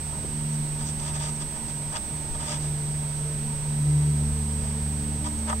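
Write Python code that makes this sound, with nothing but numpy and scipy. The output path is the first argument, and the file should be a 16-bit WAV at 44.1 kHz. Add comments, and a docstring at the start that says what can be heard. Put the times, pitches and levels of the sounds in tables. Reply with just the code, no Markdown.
"""Far engine in open desert

A small camera with a microphone left and right runs in open desert. A far engine drones as a few sines, each
overtone fading on its own in the moving air. The camera's circuits whine near 8 kHz as sines whose phase slips.
Fingers rustle now and then on its shell, noise strokes through resonances, beside small bright ringing ticks.
A dull knock on the shell and one low thump of wind are dying low sines; shaped noise is air and preamp hiss.
"""
import sys
import numpy as np
from scipy import signal
from scipy.fft import rfft, irfft, next_fast_len
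from scipy.io import wavfile

SR = 44100
rng = np.random.default_rng(int(sys.argv[2]) if len(sys.argv) > 2 else 0)


def unload_wav(signal):
    """Save mono or channel-first audio to the path in sys.argv[1] as 16-bit WAV at rate SR, clipped to [-1, 1]."""
    wavfile.write(
        sys.argv[1],
        SR,
        np.round(np.clip(np.atleast_2d(signal).T, -1, 1) * 32767).astype(np.int16),
    )


N = 246959


def from_db(db):
    """Gain of a level in dB."""
    return 10 ** (np.asarray(db) / 20)


def rms_one(x):
    """Scaled to rms 1 along time."""
    return x / np.sqrt(np.mean(x ** 2, axis=-1, keepdims=True) + 1e-20)


def in_time(rows):
    """A (t/s, value) table interpolated at every sample."""
    return np.interp(np.arange(N) / SR, *np.transpose(rows))


def drift(corner_hz):
    """Slow chance, spread 1: noise at every 40th sample through two equal one-pole low-passes."""
    r = np.exp(-80 * np.pi * corner_hz / SR)
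    noise = rng.standard_normal(N // 40 + 2002)
    slow = signal.lfilter([1], [1, -2 * r, r * r], noise)[2000:]   # without the filter's start
    return np.interp(np.arange(N) / 40, np.arange(len(slow)), rms_one(slow - slow.mean()))


def resonance(x, hz, width_hz):
    """One two-pole resonance, gain about 1 at its top."""
    r = np.exp(-np.pi * width_hz / SR)
    zeros = np.array([1, 0, -1]) * (1 - r * r) / 2
    poles = [1, -2 * r * np.cos(2 * np.pi * hz / SR), r * r]
    return signal.lfilter(zeros, poles, x)


# steady floor of air and preamp: f/Hz, left level/dB per Hz, right level/dB per Hz, left-right likeness (0 to 1)
AIR_AND_PREAMP = [(20, -71, -57.5, 0.57), (32, -52.5, -69, 0.62), (50.3, -64.5, -61.5, 0.91),
                  (99, -64.5, -67, 1), (131, -61.5, -61, 0.98), (177, -69, -67.5, 0.81),
                  (261, -69, -76, 0.96), (425, -74.5, -73, 0.48), (580, -75, -78, 0.057),
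                  (816, -75.5, -80, 0.1), (1090, -80, -81, 0.099), (1390, -80, -82.5, 0.22),
                  (4300, -83.5, -85.5, .1), (9200, -86.5, -86.5, 0.063), (9240, -88.5, -91, 0.062),
                  (15500, -95, -94, 0.21)]


def air_and_preamp():
    """Steady stereo noise shaped per Hz; the likeness sets how much both microphones share."""
    size = next_fast_len(N)
    log_hz = np.log(np.maximum(np.arange(size // 2 + 1) * SR / size, 1))
    table_hz, *columns = np.transpose(AIR_AND_PREAMP)
    left_db, right_db, alike = [np.interp(log_hz, np.log(table_hz), column) for column in columns]
    mid, side = rfft(rng.standard_normal((2, size)))
    pair = np.sqrt(1 + alike) * mid + np.sqrt(1 - alike) * side * [[1], [-1]]
    return irfft(pair * from_db([left_db, right_db]) * np.sqrt(SR / 4), size)[:, :N]


def upset_tone(hz, frames, first, slip, shift=0):
    """A sine whose phase falls back by `slip` cycles at each frame; `shift` in cycles is added."""
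    t = np.arange(N) / SR
    slipped = slip * np.floor((t - first) * frames)
    return np.sqrt(2) * np.cos(2 * np.pi * (hz * t - slipped + shift))


# circuit tones upset once a frame: f/Hz, frames per s, first upset t/s, slip/cycles
CLOCK = (8264.3, 30, .0048, .477)
HALF_LINE = (7867.13, 30000 / 1001, .0305, .5)
# clock tone's way to the left, then right microphone: resonance f/Hz, width f/Hz, rms level/dB,
# lag/cycles, share that comes past the narrow resonance
CLOCK_PATHS = [(8275, 500, -44.3, .22, .05), (8190, 380, -32, 0, .35)]
# half-line and line tones at the microphones: left, right rms level/dB
HALF_LINE_DB = [-52, -45.3]
LINE_DB = [-90, -73]
LINE_HZ = 15734.26
JITTER_CYCLES, JITTER_HZ = .025, 250   # rms and low-pass corner of the phase tremble


def whine():
    """Clock tone on a resonant path to each microphone, half-line tone and steady line tone; tremble spreads hiss."""
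    low_pass = signal.butter(1, JITTER_HZ, fs=SR, output="sos")
    tremble = JITTER_CYCLES * rms_one(signal.sosfilt(low_pass, rng.standard_normal(N)))
    waver = drift(39)   # the supply makes the clock tone waver in level
    clock = []
    for hz, width, level_db, lag, past in CLOCK_PATHS:
        tone = upset_tone(*CLOCK, tremble - lag)
        rung = resonance(resonance(tone, hz, width), hz, 2 * width)
        heard = rung + past * resonance(tone, hz, 4500)
        clock.append(from_db(level_db + 0.5 * waver) * rms_one(heard))
    half_tone = resonance(upset_tone(*HALF_LINE, tremble), HALF_LINE[0], 1200)
    half = from_db(HALF_LINE_DB)[:, None] * rms_one(half_tone)
    line = from_db(LINE_DB)[:, None] * upset_tone(LINE_HZ, 0, 0, 0)
    return np.array(clock) + half + line


def ring(s, right_start_db, hz, t60, right_over_left_db):
    """A sine that starts at one moment and dies away exponentially at both microphones."""
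    t = np.maximum(np.arange(N) / SR - s, 0)
    sides = from_db([[right_start_db - right_over_left_db], [right_start_db]])
    return sides * np.sin(2 * np.pi * hz * t) * from_db(-60 * t / t60)


# a dull knock on the shell, then a low thump of wind:
# t/s, start level/dB at the right, ring f/Hz, t60 t/s, right over left level/dB
KNOCK_AND_THUMP = [(0.247, -25.5, 395, 0.015, -7.5), (2.3, -30.5, 25, 0.41, -7)]


def knock_and_wind_thump():
    """A dull knock on the shell and one low thump of wind, each a dying low sine, stronger at the left."""
    return sum(ring(*event) for event in KNOCK_AND_THUMP)


# small bright ticks close to the right microphone: t/s, start level/dB at the right
TICKS = [(1.363, -28), (2.17, -36), (2.625, -31), (5.273, -33), (5.39, -30), (5.498, -24)]
TICK_HZ, TICK_T60_S, TICK_RIGHT_DB = 6400, 0.0053, 6   # right over left dB


def ticks():
    """Bright ticks that each ring for a few milliseconds, stronger at the right microphone."""
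    return sum(ring(s, db, TICK_HZ, TICK_T60_S, TICK_RIGHT_DB) for s, db in TICKS)


# modes of the shell: f/Hz, width f/Hz, left and right relative level/dB, murmur relative level/dB
SHELL = [ (610, 70, -6, -4, -46), (770, 85, -6, -13, -42), (935, 110, 0, -11, -46), (1245, 130, -4, 0, -64),
         (1540, 1050, -19.5, -14, -64), (1960, 460, -9.5, -23, -56), (2780, 1480, -20.5, -17.5, -63),
         (3540, 390, -8, -26, -76), (4400, 2500, -41, -20.5, -74), (5000, 480, -10, -17.5, -64),
         (5930, 750, -19, -33, -89), (6460, 3300, -48, -15.5, -72)]
# finger strokes: middle t/s, length t/s, relative level/dB, brightness level/dB per octave
RUSTLE = [(0.127, 0.14, -51.5, -9), (0.542, .05, -62.5, 11.5), (.82, 0.094, -49, 3),
          (.885, 0.075, -60, 12.5), (1.001, 0.027, -44, 4), (1.064, 0.13, -44, 2.5),
          (1.158, 0.056, -40.5, 2), (1.242, 0.15, -41.5, 3), (1.416, 0.042, -41.5, 2.1),
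          (1.566, 0.03, -48, -1.1), (1.696, 0.039, -47, 3.5), (1.936, 0.039, -37.5, -3),
          (1.966, 0.039, -33, -0.4), (2.349, 0.018, -39, -3.5), (2.414, 0.055, -40, 0.1),
          (2.504, 0.16, -38.5, 2.5), (2.642, 0.12, -52.5, 5), (4.024, 0.054, -51, -2),
          (4.658, 0.17, -52, 2.1), (5.265, 0.061, -38.5, 0.2), (5.494, 0.053, -29.5, -5),
          (5.528, 0.024, -32, -8)]
# how high the rubbing reaches: left, right f/Hz
RUB_TOP_HZ = [6700, 8450]
RUSTLE_LEFT_DB = -0.5   # strokes, left over right


def fingers_on_shell(grain_db, own, broad_db):
    """Skin rubs in dense uneven grains; murmur and strokes ring in the same modes, partly shared by both sides."""
    t, out = np.arange(N) / SR, np.zeros((2, N))
    noise = rng.standard_normal((3, N))
    rub = np.sqrt(1 - own) * noise[0] + np.sqrt(own) * noise[1:]
    grains = from_db(grain_db * drift(155))
    middle, length, db, tilt = np.transpose(RUSTLE)
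    shapes = np.cos(np.pi * np.clip((t - middle[:, None]) / length[:, None], -.5, .5))

    def strokes(hz):
        """Stroke envelope at both microphones for one pitch; brightness tilts it above the low modes."""
        side_db = RUSTLE_LEFT_DB * np.array([[.5], [-.5]])
        level_db = db + tilt * np.log2(max(hz, 1200) / 1500) + side_db
        return grains * (from_db(level_db) @ shapes)

    for k, (hz, width, left_db, right_db, murmur_db) in enumerate(SHELL):
        murmur = from_db(murmur_db + 1.5 * drift(6))
        sign = [[(-1) ** k], [1]]   # every other mode moves the two sides oppositely
        height = from_db([[left_db], [right_db]]) * sign * np.sqrt(SR / 400)
        driven = rub * (murmur + strokes(hz))
        out += height * resonance(resonance(driven, hz, width), hz, width)
    out += from_db(broad_db) * resonance(rub * strokes(3900), 1400, 4800)   # plain rubbing hiss
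    steep = [signal.butter(4, top, fs=SR, output="sos") for top in RUB_TOP_HZ]
    return np.array([signal.sosfilt(sos, side) for sos, side in zip(steep, out)])


# the engine's overtones after their way through the air, before random fading: t/s, rms level/dB
FIRST = [(0.0, -43), (0.04, -35.5), (0.78, -65), (0.84, -41), (1.25, -41), (1.42, -62), (2.29, -43),
         (2.34, -40.5), (3.73, -46), (3.91, -34), (4.55, -29.5), (5.1, -34), (5.55, -33), (5.6, -33)]
SECOND = [(0.0, -40.5), (0.25, -38.5), (0.5, -28), (1.04, -35), (1.2, -29.5), (1.54, -40), (1.61, -53),
          (1.76, -34), (1.9, -34), (2.03, -64), (2.14, -35.5), (2.34, -42), (2.68, -29.5), (3.62, -32),
          (3.9, -20.5), (4.09, -21), (4.33, -31.5), (5.22, -34.5), (5.26, -39), (5.6, -54)]
THIRD = [(0.0, -48), (0.61, -38), (0.73, -56.5), (0.8, -39.5), (1.25, -49), (1.32, -38), (1.5, -51),
         (1.62, -40), (1.73, -47), (3.21, -49), (3.27, -64), (3.34, -45.5), (3.51, -37.5), (3.59, -57),
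         (3.74, -37.5), (3.91, -50), (4.23, -34.5), (4.8, -39.5), (5.05, -37), (5.6, -36)]
FOURTH = [(0.0, -54), (0.83, -48), (0.9, -56), (2.53, -52.5), (3.68, -65), (3.87, -48.5), (4.77, -57),
          (5.26, -41.5), (5.6, -64)]
SIXTH = [(0, -60), (.65, -63), (2, -57), (3.7, -53.5), (4.9, -51), (5.6, -55)]
# random fading on top: overtone number, depth level/dB, drift corner f/Hz
FADING = [(1, 1.0, 3), (2, .8, 6), (3, 1.6, 4), (4, 2.5, 3), (6, 3.5, 4)]
# fainter low tones: f/Hz, rms level/dB before wavering, waver level/dB (a quarter of it also shakes the phase, rad)
FAINT_TONES = [(54, -48, 1.5), (108, -57, 2.5), (198, -54, 3.5), (322, -64, 3.5), (371, -62, 3.5)]
ENGINE_HZ, SAG_HZ_PER_S = 75.1, .27   # firing rate at the start and its steady loss


def engine():
    """Overtones of a slowly falling firing rate; turbulence on the way shakes each one's phase and level."""
    t, out = np.arange(N) / SR, 0
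    firings = ENGINE_HZ * t - SAG_HZ_PER_S * t ** 2 / 2
    for (k, depth_db, corner_hz), level in zip(FADING, [FIRST, SECOND, THIRD, FOURTH, SIXTH]):
        phase = 2 * np.pi * k * firings + k * (.2 * drift(.3) + .1 * drift(4))
        gain = from_db(in_time(level) + depth_db * drift(corner_hz))
        out = out + np.sqrt(2) * gain * np.cos(phase)
    for hz, level_db, waver_db in FAINT_TONES:
        phase = 2 * np.pi * hz * t + waver_db / 4 * drift(4.1)
        gain = from_db(level_db + waver_db * drift(2.9))
        out = out + np.sqrt(2) * gain * np.cos(phase)
    return out


def scene():
    """Far engine in the middle, with the camera, the fingers and the air close by at each microphone."""
    background = air_and_preamp() + whine()
    rubbing = fingers_on_shell(grain_db=2.5, own=.35, broad_db=-7)
    return background + knock_and_wind_thump() + ticks() + rubbing + engine()


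CUTOFF_HZ = 15790


def record(dry):
    """A steep elliptic low-pass cuts the top."""
    return signal.sosfilt(signal.ellip(14, .2, 70, CUTOFF_HZ, fs=SR, output="sos"), dry)


dry = scene()
out = record(dry)
unload_wav(out)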